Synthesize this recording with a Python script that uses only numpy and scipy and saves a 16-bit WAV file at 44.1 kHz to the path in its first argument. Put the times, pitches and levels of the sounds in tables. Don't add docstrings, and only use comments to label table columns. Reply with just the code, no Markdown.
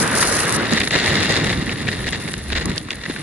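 import sys
import numpy as np
from scipy import signal
from scipy.fft import rfft, irfft, next_fast_len
from scipy.io import wavfile
from scipy.ndimage import uniform_filter1d

SR = 44100
rng = np.random.default_rng(int(sys.argv[2]) if len(sys.argv) > 2 else 0)


def convert_level_to_amplitude(level_db):
    exponent = np.asarray(level_db, float) / 20
    return 10 ** exponent


def bounce(signal):
    frames = np.transpose(np.atleast_2d(signal))
    limited = np.clip(frames, -1, 1)
    pcm = np.round(limited * 32767).astype(np.int16)
    wavfile.write(sys.argv[1], SR, pcm)


N = 142002


def rms_one(x):
    return x / np.sqrt(np.mean(x ** 2) + 1e-20)


def level(rows):
    s, db = np.transpose(rows)
    return convert_level_to_amplitude(np.interp(np.arange(N) / SR, s, db))


def at_hz(points, hz):
    f, v = np.transpose(points)
    return np.interp(np.log(hz + 1), np.log(f + 1), v)


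def band_pass(x, order, low_hz, top_hz):
    return signal.sosfilt(signal.butter(order, [low_hz, top_hz], "band", fs=SR, output="sos"), x)


def hiss():
    return rng.standard_normal((2, N))


def drift(rate):
    r = np.exp(-32 * np.pi * rate / SR)
    settle = 3000
    slow = signal.lfilter([1], [1, -2 * r, r * r], rng.standard_normal(N // 16 + settle + 2))
    slow = rms_one(slow[settle:])
    return np.interp(np.arange(N) / 16, np.arange(len(slow)), slow)


def grainy(per_s, size_db, grain_s):
    sizes = convert_level_to_amplitude(size_db * np.minimum(rng.exponential(1, N), 3.0))
    bursts = (rng.random(N) < per_s / SR) * sizes
    r = np.exp(-1 / (grain_s * SR))
    gain = 1 + signal.lfilter([1], [1, -r], bursts)
    return rms_one(gain * hiss())


def turbulence(noise, colour, shared_db, own_db, rate):
    hz = np.fft.rfftfreq(N, 1 / SR)
    spec = rfft(noise) * convert_level_to_amplitude(at_hz(colour, hz))
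    together = drift(rate) + 0.36 * drift(rate / 4)
    low, top = np.log2(colour[0][0]), np.log2(min(colour[-1][0], 14000))
    out = 0
    for centre in np.arange(np.floor(2 * low) / 2, top + .5, .5):
        share = np.clip(1 - 2 * np.abs(np.log2(hz + 1) - centre), 0, 1)
        flicker = convert_level_to_amplitude(shared_db * together + own_db * drift(rate))
        out = out + irfft(spec * share, N) * flicker
    return rms_one(out)


def resonance(x, hz, width):
    r = np.exp(-np.pi * width / SR)
    zeros = np.array([1, 0, -1]) * (1 - r * r) / 2
    poles = [1, -2 * r * np.cos(2 * np.pi * hz / SR), r * r]
    return signal.lfilter(zeros, poles, x)


def burst(s, length, attack, release):
    t = np.arange(N) / SR - s
    rise = np.clip(t / attack + 1, 0, 1)
    decay = np.exp(-np.clip(t - length, 0, .3) / release)
    return rise * decay * (t < .3)


# [t/s, level/dB]
HEAVE_LEVEL = [(0, -47), (1.0, -37.5), (2.6, -32), (3.22, -42)]
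# [f/Hz, level/dB per Hz]
HEAVE_SPECTRUM = [(15, -22), (30, -7), (60, 3), (120, -9.5)]


def heave():
    return level(HEAVE_LEVEL) * turbulence(hiss(), HEAVE_SPECTRUM, shared_db=4.0, own_db=1.3, rate=4.3)


# [t/s, level/dB]
BUFFET_LEVEL = [(0, -17.5), (.15, -25), (.3, -30.5), (.6, -24), (.73, -24), (.85, -25.5), (1.0, -27),
                (1.5, -21), (1.64, -28.5), (1.75, -25), (2.3, -30), (2.44, -36), (2.56, -31), (2.69, -22),
                (2.82, -33.5), (2.92, -40.5), (3.1, -31.5), (3.22, -33.5)]
# [f/Hz, level/dB per Hz]
BUFFET_SPECTRUM = [(15, -36), (35, -35), (90, -3.5), (183, -0.5), (330, -7.5), (700, -25), (1200, -19),
                   (1600, -33)]


def buffeting():
    return level(BUFFET_LEVEL) * turbulence(hiss(), BUFFET_SPECTRUM, shared_db=2.44, own_db=2.0, rate=17)


# [t/s, level/dB]
ROAR_LEVEL = [(0, -20), (.2, -21), (.27, -21), (.45, -22), (.62, -21.5), (.75, -31), (.9, -76), (1.1, -42),
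              (1.6, -71)]
# [f/Hz, level/dB per Hz]
ROAR_SPECTRUM = [(300, 2.5), (480, 2), (700, -1.5), (1200, 1.5), (1650, 2), (2150, -4), (3000, -9),
                 (5000, -40)]


def roar():
    eddies = grainy(200, 0.41, grain_s=0.00043)
    return level(ROAR_LEVEL) * turbulence(eddies, ROAR_SPECTRUM, shared_db=-0.5, own_db=2.5, rate=81)


# [t/s, level/dB]
JET_LEVEL = [(0, -29.5), (.05, -29.5), (.14, -32), (.16, -26), (.2, -34), (.215, -25.5), (.435, -30.5),
             (.445, -37), (.52, -34), (.565, -28.5), (.575, -45.5), (.7, -43), (1.3, -42), (1.8, -49),
             (2.2, -44.5), (2.82, -51.5), (3.1, -48.5), (3.22, -45.5)]
# [f/Hz, level/dB per Hz]
JET_SPECTRUM = [(2500, -76), (4000, 6.5), (6000, 7), (7800, 3), (10500, 13.5), (12500, -5.5)]


def jet():
    spits = grainy(150, 2.2, grain_s=0.0017)
    strength = level(JET_LEVEL)
    stream = strength * convert_level_to_amplitude(8.0) * turbulence(spits, JET_SPECTRUM, shared_db=2.5, own_db=0.5, rate=17.0)
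    body = signal.sosfiltfilt(signal.butter(2, 7600, fs=SR, output="sos"), stream)
    full_db, follows = -32.5, 0.47
    return stream + body * ((strength / convert_level_to_amplitude(full_db)) ** follows - 1)


# [t/s, peak/dB, tilt to the higher ring/dB]
TICK_EVENTS = [(0.0767, -5, 0), (0.1523, -1, 2), (0.2114, -15, 0), (0.3, -11, 0), (0.351, -11, -3),
               (0.3696, -22, 0), (0.401, -6.5, 3), (0.4534, -8, 4), (0.4683, -12, 0), (0.4934, -6, 6),
               (0.5054, -9, 12), (0.5134, -24, 0), (0.5242, -1, 18), (0.5334, -19, -2), (0.544, -19, 0),
               (0.5616, -7, 10), (0.6809, -27, 0), (0.7218, -19, -4), (0.7345, -5, -12), (0.7474, -22, 3),
               (0.7784, -8, -9), (0.8003, -6, 0), (0.851, -10, -6), (0.9088, -23, 0), (0.9164, -15, 0),
               (0.937, -13, -4), (0.9767, -11, -11), (0.9884, -14, 0), (1.061, -8, -3), (1.125, -14, 0),
               (1.1634, -15, -10), (1.203, -13, -7), (1.2301, -8, -3), (1.29, -22, -5), (1.306, -4, -19),
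               (1.323, -6, -17), (1.3578, -20, 0), (1.3853, -24, -4), (1.444, -13, -8), (1.5209, -20, 3),
               (1.694, -32, 0), (1.872, -24, 0), (1.9924, -33, 0), (2.0894, -20, 0), (2.1074, -14, 2),
               (2.2164, -26, 0), (2.334, -14, 11), (2.38, -15, 3), (2.4389, -22, -3), (2.5182, -28, 0),
               (2.6563, -5, -3), (2.6978, -14.5, 4), (2.7154, -33, 2), (2.7606, -18, 5), (2.779, -26, -8),
               (2.8794, -37, 0), (2.9043, -27, 0), (2.916, -15.5, 0), (2.955, -17, 7)]


def ticks():
    size, decay_s, low_hz, high_hz = 400, 0.0014, 5200, 9400
    out, t = np.zeros((2, N)), np.arange(size) / SR
    for s, db, tilt_db in TICK_EVENTS:
        crack = rng.standard_normal((2, size)) * np.exp(-t / decay_s)
        lower = convert_level_to_amplitude(-tilt_db / 2) * resonance(crack, low_hz, 3500)
        higher = convert_level_to_amplitude(tilt_db / 2) * resonance(crack, high_hz, 4400)
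        ring = lower + higher
        start = int(s * SR)
        out[:, start:start + size] += convert_level_to_amplitude(db - 2) * ring / np.abs(ring[0]).max()
    return out


# [t/s, peak/dB, pitch f/Hz]
KNOCK_EVENTS = [(.226, -2, 1500), (0.228, -10, 1300), (.231, -13.5, 1970), (2.918, -22, 3500),
                (2.575, -22, 3580), (0.816, -4, 2260), (1.872, -16, 2090), (2.006, -20.5, 1770),
                (2.045, -23, 1890), (2.089, -13, 3000), (2.128, -23, 3700), (2.145, -19, 2000),
                (2.278, -16, 1860), (2.503, -18, 1860), (2.561, -14, 1860), (2.716, -19, 1720),
                (2.886, -22, 1290), (3.061, -14.5, 1770), (3.162, -16, 1610), (0.724, -8.5, 233),
                (.877, -30, 2000), (1.694, -9.5, 2100), (1.887, -8, 1910), (2.34, -30, 265),
                (2.53, -12.5, 2700), (2.779, -8.5, 3950), (2.780, -17.5, 2930), (2.906, -20, 3800),
                (2.906, -8.5, 2220), (3.098, -15, 256)]


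def knocks():
    size, decay_s, blow = 1500, .0025, 5
    out, t = np.zeros((2, N)), np.arange(size) / SR
    for s, db, hz in KNOCK_EVENTS:
        slow = np.sqrt(2000 / hz)
        shudder = rng.standard_normal((2, size)) * np.exp(-t / decay_s / slow)
        shudder[:, 0] = blow * slow * np.sign(shudder[:, 0])
        width = .7 * hz
        ring = resonance(resonance(shudder, hz, width), hz, width)
        start = int(s * SR)
        out[:, start:start + size] += convert_level_to_amplitude(db) * ring / np.abs(ring[0]).max()
    return out


# [f/Hz, width/Hz, level/dB]
CAVITIES = [(1874, 315, 2.5), (2810, 130, -0.5), (3720, 770, -2.5), (5400, 63, -14), (6550, 540, -18.5)]


def housing(x):
    heard = convert_level_to_amplitude(-22.5) * band_pass(x, 2, 730, 4250)
    for k, (hz, width, db) in enumerate(CAVITIES):
        heard = heard + (-1) ** k * convert_level_to_amplitude(db) * resonance(x, hz, width)
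    return signal.sosfilt(signal.butter(3, 7470, fs=SR, output="sos"), heard)


# [t/s, level/dB]
FLUTTER_LEVEL = [(0, -27), (.68, -27), (.72, -17.5), (.85, -27.5), (.865, -27), (.905, -33), (.915, -22.5),
                 (1.05, -17), (1.38, -21), (1.55, -27.5), (1.64, -30.5), (1.72, -29.5), (2.2, -32),
                 (2.45, -36), (2.58, -29), (2.775, -33.5), (2.79, -40.5), (3.22, -34)]
# [t/s, peak/dB, length/s]
SLAP_EVENTS = [(0.224, -10, 0.0057), (0.722, -11, 0.0029), (0.734, -6.5, 0.0018), (0.772, -7, 0.008),
               (0.803, -6.5, 0.0069), (0.814, -8, 0.00093), (0.833, -9.5, 0.0114), (.875, -2.5, 0.0023),
               (0.908, -6, 0.0032), (0.913, -34, 0.0095), (0.927, -9.5, 0.02), (0.952, -3.5, 0.011),
               (1.203, -28, 0.0038), (1.299, -9, 0.0234), (1.356, -6, 0.02), (1.468, -9, 0.0081),
               (1.496, -9.5, 0.012), (1.528, -11, 0.0074),
               (1.715, -15, 0.015), (1.869, -18, 0.0046), (1.879, -10, 0.011), (1.913, -15.5, 0.026),
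                      (1.993, -18, 0.0033), (2.062, -13, 0.03), (2.125, -12.5, 0.0094),
                      (2.137, -15.5, 0.022), (2.278, -14.5, 0.012), (2.339, -8, 0.0016),
                      (2.506, -20, 0.006), (2.522, -11, 0.0099), (2.552, -10.5, 0.032),
                      (2.611, -15.5, 0.018), (2.653, -19, 0.0062), (2.682, -18.5, 0.018),
                      (2.715, -17, 0.0042), (2.767, -17, 0.013), (2.907, -25, 0.0074), (2.912, -20, 0.0092),
                      (2.927, -17, 0.0079), (3.035, -19.5, 0.0082), (3.053, -18, 0.012),
                      (3.097, -12.5, 0.0032), (3.102, -20, 0.013), (3.161, -23.5, 0.016)]
# [f/Hz, level/dB per Hz]
PUSH_SPECTRUM = [(70, -7), (140, -4), (220, -4), (400, -5.5), (700, -10.5), (1200, -17), (1600, -16)]


def fabric():
    unit = np.std(housing(rng.standard_normal(N)))
    slaps = 0
    for s, db, length in SLAP_EVENTS:
        slaps = slaps + convert_level_to_amplitude(db - 11) * burst(s, length, attack=0.0014, release=0.00072)
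    flutter = level(FLUTTER_LEVEL) * convert_level_to_amplitude(.8 * drift(18))
    rattle = flutter * grainy(700, 4, grain_s=0.00056)
    rattle = rattle + slaps * grainy(900, 2.4, grain_s=.0007)
    r = np.exp(-1 / (0.0022 * SR))
    motion = signal.lfilter([1 - r], [1, -r], np.hypot(flutter, slaps))
    push = motion * turbulence(hiss(), PUSH_SPECTRUM, shared_db=1.65, own_db=1.5, rate=100)
    return housing(rattle) / unit + convert_level_to_amplitude(-4) * push


# [f/Hz, likeness/0-1]
PORT_LIKENESS = [(40, 1), (130, 1), (270, 0.8), (580, 1), (1220, 0.48), (2000, 0.84), (4000, 0.45),
                 (9000, 0.19)]
# [f/Hz, phase/rad]
PORT_LEAD = [(0, 0), (860, -1.1), (1810, -0.3), (3450, -0.3), (4050, -2.3), (6460, -3.6), (9390, -2.3),
             (11900, -3.3)]
# [f/Hz, level/dB]
PORT_BALANCE = [(60, 0), (170, -1), (500, 0.5), (1420, 0.0), (4090, 1.5), (11700, -1)]


def ports(pair):
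    size = next_fast_len(N + 512)
    hz = np.fft.rfftfreq(size, 1 / SR)
    shared, apart = rfft(pair, size)
    alike = np.clip(at_hz(PORT_LIKENESS, hz), 0, .97)
    f, lead = np.transpose(PORT_LEAD)
    turn = np.exp(.5j * np.interp(hz, f, lead)) * convert_level_to_amplitude(at_hz(PORT_BALANCE, hz) / 2)
    shared = shared * np.sqrt((1 + alike) / 2)
    apart = apart * np.sqrt((1 - alike) / 2)
    return irfft([(shared + apart) * turn, (shared - apart) / turn], size)[:, :N]


def scene():
    wind = heave() + buffeting() + roar() + jet()
    return ports(wind + ticks() + knocks() + fabric())


def band_limit(x):
    return signal.sosfilt(signal.butter(12, 17000, fs=SR, output="sos"), x)


# [t/s, level/dB]
SNAP_EVENTS = [(2.656, -22), (2.778, -30), (.505, -48)]


def record(dry):
    x = .95 * np.tanh(dry / .95)
    cutoff_hz = 11150
    cut = signal.sosfilt(signal.ellip(12, .5, 95, cutoff_hz, fs=SR, output="sos"), x)
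    leak = band_pass(x, 3, cutoff_hz, cutoff_hz + 1100)
    power = uniform_filter1d((leak ** 2).sum(axis=0), size=100)
    jump = power / (uniform_filter1d(power, size=3000) + 1e-12)
    gate = uniform_filter1d(1. * (jump > 3.5), size=100)
    top = convert_level_to_amplitude(-18) * gate * leak
    snap = band_pass(x, 4, 12300, 16800)
    for s, db in SNAP_EVENTS:
        top = top + convert_level_to_amplitude(db) * burst(s, .002, attack=.001, release=.0005) * snap
    return band_limit(cut + top)


dry = scene()
out = record(dry)
bounce(out)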